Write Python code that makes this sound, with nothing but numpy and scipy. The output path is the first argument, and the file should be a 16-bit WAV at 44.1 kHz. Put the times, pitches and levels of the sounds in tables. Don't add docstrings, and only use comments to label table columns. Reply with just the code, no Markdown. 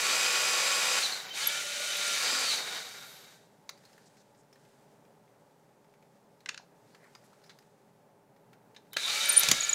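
import sys
import numpy as np
from scipy import signal
from scipy.fft import rfft, irfft, next_fast_len
from scipy.io import wavfile
from scipy.ndimage import uniform_filter1d

SR = 44100
rng = np.random.default_rng(int(sys.argv[2]) if len(sys.argv) > 2 else 0)


def to_linear_factor(level_db):
    exponent = np.asarray(level_db, float) / 20
    return 10 ** exponent


def master_out(mix):
    frames = np.transpose(np.atleast_2d(mix))
    ceiling = np.clip(frames, -1, 1)
    pcm = np.round(ceiling * 32767).astype(np.int16)
    wavfile.write(sys.argv[1], SR, pcm)


N = 429534
T = np.arange(N) / SR
FULL_SPEED = 178.8
# time_s, speed_turns_per_s, rattle_db
RUNS = [
    [(0, 180.5, -29.5), (.06, 180, -28), (.15, 179, -27.8), (1.01, 178.6, -28.2), (1.058, 151, -32),
     (1.095, 133, -34.5), (1.16, 108, -39.5), (1.22, 85, -44), (1.32, 47, -44)],
    [(1.38, 150, -32.5), (1.43, 177, -32), (1.53, 186, -33), (1.72, 191, -35.5), (1.82, 194, -33),
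     (2.0, 187, -31.5), (2.1, 186, -30), (2.22, 177.6, -29.5), (2.47, 177, -30.5)],
    [(2.54, 150, -30), (2.62, 125, -40.5), (2.78, 96, -41), (2.84, 85, -45.5), (3.34, 21, -61.5),
     (3.45, 4.7, -74), (3.65, 5, -110)],
    [(8.962, 5.1, -110), (8.972, 12, -41.5), (8.998, 45.5, -37.5), (9.05, 126, -35), (9.15, 167, -30.5),
     (9.25, 183, -30), (9.32, 187.5, -31), (9.44, 184, -29), (9.57, 177, -33.5), (9.69, 187, -36)],
]
# frequency_hz, density_db per Hz
RATTLE_COLOUR = [(88, -48.5), (150, -17.5), (308, -17.5), (492, -8.5), (990, -8.5), (1380, -3),
                 (1580, -1.5), (2420, 4), (3510, 0), (4880, -5), (6540, -5.5), (7640, -10.5), (15700, -31)]
# frequency_hz, width_hz, level_db
SHELL_MODES = [(1370, 55, -3.5), (2336, 260, -4), (3073, 94, 1.5), (4560, 470, 0.5), (6000, 280, 5),
               (7500, 730, -6)]


def rms_one(x):
    return x / np.sqrt(np.mean(x ** 2) + 1e-20)


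def in_time(rows):
    s, *columns = np.transpose(rows)
    return [np.interp(T, s, c) for c in columns]


def drift(rate_hz, where=slice(None)):
    r = np.exp(-64 * np.pi * rate_hz / SR)
    slow = signal.lfilter([1], [1, -2 * r, r * r], rng.standard_normal(N // 32 + 2002))[2000:]
    return np.interp(np.arange(N)[where] / 32, np.arange(len(slow)), rms_one(slow))


def colour(x, points):
    hz, db = np.transpose(points)
    size = next_fast_len(N)
    log_hz = np.log(np.fft.rfftfreq(size, 1 / SR) + 1)
    gain = to_linear_factor(np.interp(log_hz, np.log(hz), db))
    return rms_one(irfft(rfft(x, size) * gain, size)[:N])


def resonate(x, hz, width_hz):
    r = np.exp(-np.pi * width_hz / SR)
    poles = [1, -2 * r * np.cos(2 * np.pi * hz / SR), r * r]
    return signal.lfilter([(1 - r * r) / 2, 0, (r * r - 1) / 2], poles, x)


def cut(x, hz, kind):
    return signal.sosfilt(signal.butter(3, hz, kind, fs=SR, output="sos"), x)


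def held(rows, rise, fall):
    levels = [db - rise * np.maximum(s - T, 0) - fall * np.maximum(T - s - hold, 0) for s, hold, db in rows]
    return np.max(levels, axis=0)


def add(out, s, db, wave):
    i = int(s * SR)
    out[i:i + len(wave)] += (to_linear_factor(db) * wave / np.abs(wave).max())[:N - i]
    return out


def dying(noise, t60, rise=0.002):
    t = np.arange(len(noise)) / SR
    return noise * np.minimum(t / rise, 1) * to_linear_factor(-60 * t / t60)


def bursts(rows, clean, flutter_hz):
    out = np.zeros(N)
    flutter = clean + rms_one(cut(rng.standard_normal(N), flutter_hz, "low"))
    for s, hz, db, length in rows:
        near = slice(int((s - .25) * SR), int((s + .25) * SR))
        t = T[near] - s
        out[near] += to_linear_factor(db) * np.exp(-(t / length) ** 2) * np.sin(2 * np.pi * hz * t)
    return out * flutter / np.sqrt(1 + clean ** 2)


def struck(hits, modes, rough):
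    out, t = np.zeros(N), np.arange(5000) / SR
    for (s, db), own in zip(hits, rng.standard_normal((len(hits), len(modes), 40))):
        wave = np.zeros(len(t))
        for (hz, mode_db, t60), k in zip(modes, own):
            rattling = rough * np.interp(t, np.arange(38) * .002, k[2:])
            level = to_linear_factor(mode_db + 1.5 * k[0] - 60 * t / t60)
            wave += level * np.sin(2 * np.pi * hz * t + 3 * k[1] + rattling)
        add(out, s - .0003, db, wave * np.minimum(t / .0006, 1))
    return cut(out, 700, "high")


def clicks(rows):
    # frequency_hz, width_hz, level_db
    plastic_modes = [(1770, 890, -4), (2410, 1600, -16.5), (4000, 1700, -12.5), (6120, 590, -15.5)]
    out = np.zeros(N)
    for (s, db, hz, t60, bright_db), noise in zip(rows, rng.standard_normal((len(rows), 6000))):
        crack = dying(noise, t60, rise=.0012)
        shell = sum(to_linear_factor(mode_db) * resonate(crack, f, width) for f, width, mode_db in plastic_modes)
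        tick = to_linear_factor(bright_db + 2.5) * cut(crack, 9000, "high")
        add(out, s - .0003, db, tick + cut(2.07 * shell + 1.7 * resonate(crack, hz, 450), 6440, "low"))
    return out


def housing(x):
    return x + sum(to_linear_factor(db) * resonate(x, hz, width) for hz, width, db in SHELL_MODES)


def gear_lines(lines, turns, blur, waver):
    out = np.zeros(N)
    on = np.gradient(turns) > 10 / SR
    for hz, db in lines:
        rate_hz = 8 + blur * hz
        phase = 2 * np.pi * hz / FULL_SPEED * turns[on] + waver * drift(rate_hz, on) + rng.uniform(0, 2 * np.pi)
        out[on] += to_linear_factor(db + 3 + 1.8 * drift(3 * rate_hz, on)) * np.sin(phase)
    return out


def trigger():
    # on_s, off_s, drone_db re rattle, nose_db re rattle
    presses = [
        (-1, 1.03, -11.5, -4.5),
        (1.33, 2.496, -11, -2.5),
        (8.9, 11, -9, 0),
    ]
    slack_s = .1
    on, off, low_db, nose_db = np.transpose(presses)
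    run = np.searchsorted(on, T) - 1
    power = uniform_filter1d((T < off[run] + slack_s / 2) * 1., size=int(slack_s * SR))
    low_db = low_db[run] + 8.5 * (1 - power)
    nose_db = nose_db[run] + 4 * (1 - power)
    return power, low_db, nose_db, run > 0, T > on[-1]


def tooth_load(speed, power):
    skip_db = .14 * uniform_filter1d(np.abs(np.gradient(speed)) * SR, size=2000)
    loaded_db = np.maximum(-1.1 * np.abs(speed - FULL_SPEED) - skip_db, -14)
    return skip_db, loaded_db * power - 20.5 * (1 - power)


def tooth_hits(hits, turns, power):
    planets = 1 + 0.063 * np.cos(2 * np.pi * turns / 3) + 0.023 * np.cos(2 * np.pi * turns * 2 / 9)
    rounds = (turns * 55.6 / FULL_SPEED + .0015 * drift(8)) % 1
    worn = hits[:800][(rounds * 800).astype(int)] * .45 * power
    return (hits + worn) * planets * to_linear_factor(1.0 * drift(25))


def drone(rattle, speed, power, low_db, skip_db, load_db, regripped):
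    gaining = uniform_filter1d((np.gradient(speed) > 0) * 1., size=2000)
    lag_db = .08 * np.minimum(skip_db, 18) * gaining
    low = rms_one(cut(rattle, 1500, "low")) * to_linear_factor(low_db + 2.0 + power * (0.17 * load_db - lag_db))
    palm = 0.6 * regripped * power * np.clip(load_db / -14, 0, 1)
    return low - palm * resonate(low, 1010, 170)


def nose_ring(teeth, nose_db, power):
    # frequency_hz, width_hz, level_db
    nose_modes = [(3780, 268.5, 4.5), (4150, 340, -9), (3740, 54, 2.5)]
    # frequency_hz, width_hz, level_db re rattle
    slack_modes = [(754, 39, -19.5), (1410, 60, -12), (1770, 36, -17), (2375, 70, -16), (4500, 67, -19.5),
                   (2960, 900, -12)]
    nose = rms_one(sum(to_linear_factor(db) * resonate(teeth, hz, width) for hz, width, db in nose_modes))
    nose = nose * to_linear_factor(2 * (nose_db + 5.5) - 17.5)
    slack = sum(to_linear_factor(db) * rms_one(resonate(teeth, hz, width)) for hz, width, db in slack_modes)
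    return nose + (1 - power) * slack


def fan_and_brushes(hits, turns, rattle_db, power):
    fan_db = -19.5 + 0.096 * np.clip(-30.5 - rattle_db, 0, 30) * (1 - power)
    shaft = 1 + 0.11 * np.cos(2 * np.pi * turns)
    fan = cut(colour(hits[::-1] * shaft, RATTLE_COLOUR), 7350, "high") * to_linear_factor(fan_db + 25.0)
    brush = rms_one(cut(hits, [10000, 14000], "band")) * (1 - power)
    return fan + brush * to_linear_factor(-35 + .95 * np.clip(-28.5 - rattle_db, 0, 24))


def gear_mesh(turns, speed, load_db, regripped, in_wood):
    # frequency_hz at full speed, level_db
    chuck_lines = [(560, -61), (1340, -52)]
    # frequency_hz at full speed, level_db
    mesh_lines = [(382, -64), (500.6, -56.5), (608, -59), (775, -58), (893.6, -56), (996, -63),
                  (1109, -51.5), (1170, -57), (1443, -51.5), (1776, -53), (1949, -53), (2294, -54),
                  (2324, -56), (2443, -50), (2503, -46.5), (2692, -54), (2821, -55), (3338, -55),
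                  (3978, -56), (4280, -58), (4404, -52), (4838, -46.5), (5010, -52), (5184, -54),
                  (5378, -57), (5550, -58), (5981, -55), (6648, -59), (7537, -54), (7581, -48), (7714, -53)]
    # low_hz, high_hz, beats_per_turn, depth (0-1)
    throb_bands = [(0, 2000, .195, .35), (2000, 3000, 1 / 3, .4), (3000, 9000, 1, .3)]
    # frequency_hz, width_hz, share added
    grip_changes = [(1380, 200, .7), (2460, 260, -.85), (4960, 80, .8)]
    slow = gear_lines(chuck_lines, turns, blur=.002, waver=.7)
    slow = slow * (speed / FULL_SPEED) ** 6 * to_linear_factor(-.08 * load_db)
    mesh = np.zeros(N)
    for low_hz, high_hz, beats, depth in throb_bands:
        band = [line for line in mesh_lines if low_hz < line[0] < high_hz]
        throb = 1 + depth * np.cos(2 * np.pi * beats * turns)
        mesh += gear_lines(band, turns, blur=.003, waver=1.1) * throb
    mesh = mesh * to_linear_factor(load_db - 6 * in_wood)
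    mesh = mesh + regripped * sum(share * resonate(mesh, hz, width) for hz, width, share in grip_changes)
    return (slow + mesh) * to_linear_factor(33)


def loose_gears(turns):
    # frequency_hz at full speed, level_db
    pinion_lines = [(4790, -6), (4500, -7)]
    # start_s, hold_s, level_db
    flank_changes = [
        (1.035, 0.029, -33),
        (2.2, 0.26, -42),
        (2.47, 0.064, -37),
        (9.05, .12, -45),
    ]
    # frequency_hz at full speed, level_db
    loose_lines = [(1672, -4), (2234, 0)]
    # start_s, hold_s, level_db
    sing_times = [
        (-.1, 1.09, -51),
        (1.41, .14, -43.5),
        (1.6, .4, -58),
        (2.03, .27, -47),
        (9.08, .2, -51),
        (9.26, .19, -41.5),
        (9.5, .3, -46),
    ]
    # frequency_hz at full speed, level_db
    growl_lines = [(893.6, -7), (1170, -9), (1425, 0)]
    # start_s, hold_s, level_db
    growl_times = [
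        (1.39, 0.12, -49),
        (9.07, 0.22, -51),
    ]
    coast = to_linear_factor(held(flank_changes, 710, 510)) * gear_lines(pinion_lines, turns, blur=0.014, waver=1.5)
    coast = coast + 1.3 * resonate(coast, 4050, 500)
    sing = to_linear_factor(held(sing_times, 300, 260)) * gear_lines(loose_lines, turns, blur=0.006, waver=1.3)
    growl = to_linear_factor(held(growl_times, 300, 100)) * gear_lines(growl_lines, turns, blur=.003, waver=.8)
    return coast + sing + growl


def drill():
    # start_s, hold_s, dulled_share_db
    stall_times = [
        (1.265, .068, -1.5),
    ]
    speed, rattle_db = in_time(sum(RUNS, []))
    turns = np.cumsum(speed) / SR
    power, low_db, nose_db, regripped, in_wood = trigger()
    skip_db, load_db = tooth_load(speed, power)
    hits = rng.standard_normal(N) * to_linear_factor(2.18 * np.minimum(rng.exponential(1, N), 6))
    teeth = tooth_hits(hits, turns, power)
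    rattle = housing(colour(teeth, RATTLE_COLOUR))
    body = drone(rattle, speed, power, low_db, skip_db, load_db, regripped)
    body = body + rms_one(cut(rattle, [1500, 6500], "band")) * to_linear_factor(-5.5)
    body = body + nose_ring(teeth, nose_db, power)
    body = body + fan_and_brushes(hits, turns, rattle_db, power)
    body = body + gear_mesh(turns, speed, load_db, regripped, in_wood)
    body = body - to_linear_factor(held(stall_times, 400, 600)) * resonate(body, 8190, 8000)
    return cut(to_linear_factor(rattle_db) * body + loose_gears(turns), 40, "high")


def air():
    # frequency_hz, density_db per Hz
    air_colour = [(74, -28), (125, -3.5), (220, -7.5), (275, -11), (373, -13), (404, -6.5), (515, -10),
                  (558, -6.5), (683, -11.5), (871, -9.5), (1070, -18), (2250, -27), (3050, -33),
                  (6710, -35), (15700, -38)]
    level = to_linear_factor(-63 + .6 * drift(1.7))
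    return cut(level * colour(rng.standard_normal(N), air_colour), 95, "high")


def rumble():
    # start_s, hold_s, level_db
    leans = [
        (9.1, .3, -80),
        (9.5, .04, -61),
    ]
    rumble_db = -91.5
    speed = in_time(sum(RUNS, []))[0]
    low = to_linear_factor(rumble_db) * rms_one(cut(rng.standard_normal(N), 65, "low"))
    return low * (1 + 1.5 * speed / FULL_SPEED + to_linear_factor(held(leans, 150, 80) - rumble_db))


def hum():
    # frequency_hz, level_db
    hum_lines = [(161.5, -82), (215, -81), (288, -82), (404, -76), (570, -83), (856, -85)]
    return sum(to_linear_factor(db + 3 + 3.0 * drift(3)) * np.sin(2 * np.pi * hz * T + 2.5 * drift(2))
               for hz, db in hum_lines)


def rough_chirps():
    # centre_s, frequency_hz, level_db,
    # length_s
    chirp_events = [(1.12, 4500, -38, 0.013), (1.135, 4150, -34.5, 0.027), (1.2, 3900, -40, .015),
                    (1.42, 4500, -32, 0.014), (1.47, 3450, -36, 0.04), (2.59, 4400, -36, 0.028),
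                    (8.94, 3840, -49, 0.017), (8.968, 1500, -32, 0.0017), (8.968, 580, -38, 0.0035),
                    (9.06, 3750, -31.5, 0.03), (9.21, 3750, -38, .02), (2.38, 4700, -34, .012),
                    (2.49, 4500, -27, .015), (1.97, 3700, -38, .02), (9.0, 3950, -37, 0.022),
                    (9.13, 4300, -36, .03), (9.17, 2300, -37, .03), (7.155, 1040, -46.5, 0.005),
                    (7.334, 1130, -53, 0.005), (7.04, 1950, -64, .04), (7.06, 1150, -62, .012),
                    (7.497, 1390, -53, 0.0056), (6.6, 840, -58, .005), (6.95, 1100, -67, 0.0037)]
    return bursts(chirp_events, .6, 200)


def snaps():
    # start_s, peak_db, pitch_hz, t60_s, brightness_db
    snap_events = [(1.2965, -41, 6300, 0.013, 1), (3.6924, -33, 5900, 0.035, -14.5),
                   (6.4597, -32.5, 1533, 0.018, -36), (6.4886, -30, 3980, 0.034, -23),
                   (6.5445, -35, 2600, 0.014, -36), (6.5762, -37, 4600, .035, -40.5),
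                   (6.9467, -47.5, 1310, 0.055, -22.5), (7.1503, -42, 4810, 0.035, -26),
                   (7.494, -43, 3760, 0.096, -29), (7.5874, -43, 5030, 0.028, -13.5),
                   (8.7632, -42.5, 3780, 0.047, -35), (8.9315, -30, 3700, .022, -2),
                   (8.939, -36, 3700, .02, -10), (8.9645, -30, 3920, 0.015, -20),
                   (8.9678, -13.5, 3960, 0.022, -22)]
    return clicks(snap_events)


def whine():
    # centre_s, frequency_hz, level_db, length_s
    whine_events = [(1.322, 3090, -42, 0.02), (1.53, 3067, -41.5, 0.11), (1.91, 3030, -40, 0.034),
                    (2.05, 3050, -45, .04), (1.8, 580, -50, .2), (2.16, 135, -62, .05),
                    (2.35, 267.3, -55, 0.16), (2.3, 4400, -42, .1), (8.947, 3080, -45, 0.009),
                    (3.0, 1400, -58, .1), (2.32, 4985, -42, .11)]
    return bursts(whine_events, 1.8, 40)


def squeals():
    # centre_s, frequency_hz, level_db, length_s
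    short_squeals = [(1.4745, 11460, -14.5, 0.0025), (1.48, 11330, -30, 0.0032), (1.97, 11800, -41, .005),
                     (2.08, 8900, -33.5, 0.0042), (9.259, 9280, -26, 0.0017), (9.2885, 13420, -24, 0.002),
                     (9.324, 13310, -27, .003), (9.339, 13350, -40, .005), (9.385, 13300, -37, .004),
                     (9.396, 13210, -18, 0.0027), (9.403, 13200, -31, .002), (9.412, 13320, -35, .004),
                     (9.609, 6800, -19.5, 0.003), (9.639, 6770, -24.5, 0.0066), (9.649, 6700, -23, .002),
                     (9.697, 6980, -18.5, 0.0046), (9.733, 6820, -15.5, 0.003)]
    # time_s, frequency_hz, level_db
    long_squeals = [
        [(9.291, 9060, -45), (9.294, 9090, -17), (9.297, 9080, -15), (9.299, 9030, -19), (9.301, 9050, -15),
         (9.304, 8960, -21), (9.308, 9100, -33), (9.312, 8880, -26), (9.32, 8950, -42)],
        [(9.326, 9300, -42), (9.331, 9500, -21), (9.335, 9350, -32), (9.339, 9340, -29), (9.345, 9320, -33),
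         (9.35, 9300, -48)],
        [(9.362, 9230, -42), (9.365, 9230, -19), (9.368, 9300, -18), (9.371, 9450, -11), (9.375, 9460, -11.5),
         (9.3795, 9400, -5), (9.3825, 9450, -25), (9.387, 9400, -20), (9.393, 9480, -33)],
        [(9.3931, 9450, -33), (9.397, 9440, -26), (9.399, 9420, -31), (9.403, 9760, -21), (9.405, 9730, -28),
         (9.407, 9780, -25), (9.412, 9500, -33), (9.42, 9500, -45)],
    ]
    out = np.zeros(N)
    for rows in long_squeals:
        s, hz, db = np.transpose(rows)
        near = (T >= s[0]) & (T < s[-1])
        level_db = uniform_filter1d(np.interp(T[near], s, db), size=50)
        phase = 2 * np.pi * np.cumsum(np.interp(T[near], s, hz)) / SR
        out[near] += to_linear_factor(level_db) * np.sin(phase)
    return out + bursts(short_squeals, 7, 500)


def vent_swing():
    # centre_s, frequency_hz, level_db, length_s
    vent_events = [
        (3.1, 12300, -57.5, .13),
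    ]
    return bursts(vent_events, .05, 1800)


def grips():
    # start_s, hold_s, level_db
    grip_events = [
        (3.3, 0.082, -65.5),
        (3.86, 0.1, -62.5),
        (4.65, .05, -65.5),
        (4.9, 1.53, -73),
        (6.89, 0.58, -66.5),
        (8.9, 0.036, -71.5),
    ]
    # frequency_hz, density_db per Hz
    rustle_colour = [(300, -60), (800, -18.5), (1500, 8.5), (2200, 1), (4000, 1), (8000, 0), (15000, -15)]
    grains = rng.standard_normal(N) * to_linear_factor(2 * rng.exponential(1, N) + 1 * drift(29.4))
    return to_linear_factor(held(grip_events, 39.7, 20.5) - 6) * colour(grains, rustle_colour)


def switch():
    # start_s, peak_db
    switch_hits = [
        (3.6922, -27.5),
    ]
    # frequency_hz, level_db, t60_s
    switch_modes = [(1050, -9, .02), (2010, -6, .018), (3980, -3, .022), (4720, -2, .028), (5450, -7, .018),
                    (6130, -4, .014), (7200, -9, .012)]
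    return struck(switch_hits, switch_modes, 1.5)


def touches():
    # start_s, peak_db, pitch_hz
    touch_events = [(3.775, -53, 4490), (3.836, -55, 1770), (3.8514, -47.5, 4120), (3.8957, -57, 1840),
                    (3.929, -52.5, 5190), (3.978, -48.5, 1810), (4.168, -55, 5230), (4.347, -58, 4900),
                    (4.527, -50.5, 5200), (4.5558, -54, 1740), (4.6504, -56, 2580), (5.051, -57.5, 2190),
                    (5.277, -61, 2150), (5.8442, -60, 1740), (5.938, -57, 2280), (6.024, -56, 2140),
                    (6.4046, -51.5, 4000), (6.875, -60, 1790), (7.0405, -53, 1910), (7.2366, -60, 1770),
                    (7.3307, -57, 1150), (7.4158, -58.5, 1300), (7.4386, -52, 3930), (7.462, -55, 5920),
                    (7.623, -57, 1480), (8.3625, -60, 1950), (8.5303, -51, 1370), (8.7464, -52.5, 2660),
                    (8.851, -62, 1330), (8.867, -60, 1490)]
    return clicks([(s, db, hz, 0.055, -14.5) for s, db, hz in touch_events])


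def scrapes():
    # centre_s, frequency_hz, level_db, length_s
    scrape_events = [
        (3.87, 4120, -69, 0.027),
        (3.95, 4320, -76, 0.033),
        (4.2, 4150, -74, 0.021),
        (6.93, 4500, -72.5, 0.024),
        (7.05, 1820, -63.5, 0.05),
        (7.46, 5300, -67.5, 0.029),
        (8.77, 3620, -60, 0.0093),
    ]
    return bursts(scrape_events, .05, 460)


def slides():
    # start_s, length_s, level_db, low_hz, high_hz
    palm_slides = [
        (4.0, 0.055, -75, 3600, 5500),
        (4.056, 0.031, -65.5, 3800, 8000),
        (4.166, .06, -70.5, 3800, 7500),
        (4.37, .05, -73, 5000, 9000),
        (7.238, 0.032, -70, 4000, 12000),
    ]
    out = np.zeros(N)
    for (s, length, db, low_hz, high_hz), noise in zip(palm_slides, rng.standard_normal((len(palm_slides), 4000))):
        i, n = int(s * SR), int(length * SR)
        friction = rms_one(cut(noise, [low_hz, high_hz], "band"))[-n:]
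        out[i:i + n] += to_linear_factor(db) * friction * signal.windows.tukey(n, .2)
    return out


def detents():
    # start_s, peak_db
    detent_hits = [
        (6.4597, -30.5),
        (6.4888, -24.5),
        (6.4915, -21.5),
        (6.504, -52),
        (6.5445, -33),
        (6.5762, -32),
    ]
    # frequency_hz, level_db, t60_s
    collar_modes = [(1580, 0, .024), (2600, 0, .022), (3420, -5, .02), (4060, -2, .022), (4800, -6, .025),
                    (5700, -6, .018), (6550, -6, .018), (7400, -9, .018), (8600, -13, .014),
                    (10200, -17, .012)]
    return struck(detent_hits, collar_modes, 2.4)


def jaws():
    # start_s, peak_db
    jaw_hits = [
        (9.4328, -17),
        (9.4868, -12.5),
        (9.5142, -9.5),
    ]
    # frequency_hz, level_db, t60_s
    jaw_modes = [(1060, -8, 0.022), (2230, -2.5, 0.019), (2980, -17, .025), (3550, -4, 0.023),
                 (4660, -6, 0.028), (5500, -6, .025), (6120, -11, .025), (6800, -4, 0.041)]
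    return struck(jaw_hits, jaw_modes, 1.7)


def knocks():
    # start_s, peak_db, thump_db re peak, t60_s
    blows = [
        (9.4331, -13, -30, 0.074),
        (9.4865, -11.5, -19, 0.05),
        (9.5139, -6, -20, 0.043),
    ]
    out = np.zeros(N)
    for (s, db, thump_db, t60), noise in zip(blows, rng.standard_normal((len(blows), 12000))):
        crack = dying(noise, t60, rise=.0001) + 1.5 * dying(noise, .012, rise=.0001)
        steel = cut(crack, [2200, 6500], "band") + 0.8 * cut(crack, [6800, 10500], "band")
        steel = steel + 0.3 * cut(crack, 10500, "high")
        wood = resonate(dying(noise, 0.04), 583, 160)
        thump = cut(resonate(dying(noise[::-1], 0.051), 117.0, 62.0), [132, 500], "band")
        bench = resonate(dying(noise[::-1], 0.035), 240.0, 120.0)
        add(out, s, db, housing(steel))
        add(out, s, db - 23, wood)
        add(out, s, db + thump_db - 3.0, thump)
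        add(out, s, db + thump_db - 13.5, bench)
    return out


def shop(x):
    tail = cut(dying(rng.standard_normal(SR // 2), .24), 8500, "low")
    tail = np.concatenate([np.zeros(300), tail / np.sqrt(np.sum(tail ** 2))])
    return signal.fftconvolve(x, tail)[:N]


def scene():
    near = drill() + rough_chirps() + snaps() + whine() + vent_swing()
    near = near + grips() + switch() + touches() + scrapes() + slides()
    near = near + detents() + jaws() + knocks()
    squeal = squeals()
    walls = to_linear_factor(-16) * shop(near + 0.402 * squeal)
    mono = near + squeal + walls + air() + rumble() + hum()
    return np.array([mono, mono])


def band_limit(x):
    return signal.sosfilt(signal.butter(12, 15870, fs=SR, output="sos"), x)


def record(dry):
    top = signal.cheby2(12, 50, 16450, fs=SR, output="sos")
    mix = signal.sosfilt(top, dry)
    return band_limit(mix)


dry = scene()
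out = record(dry)
master_out(out)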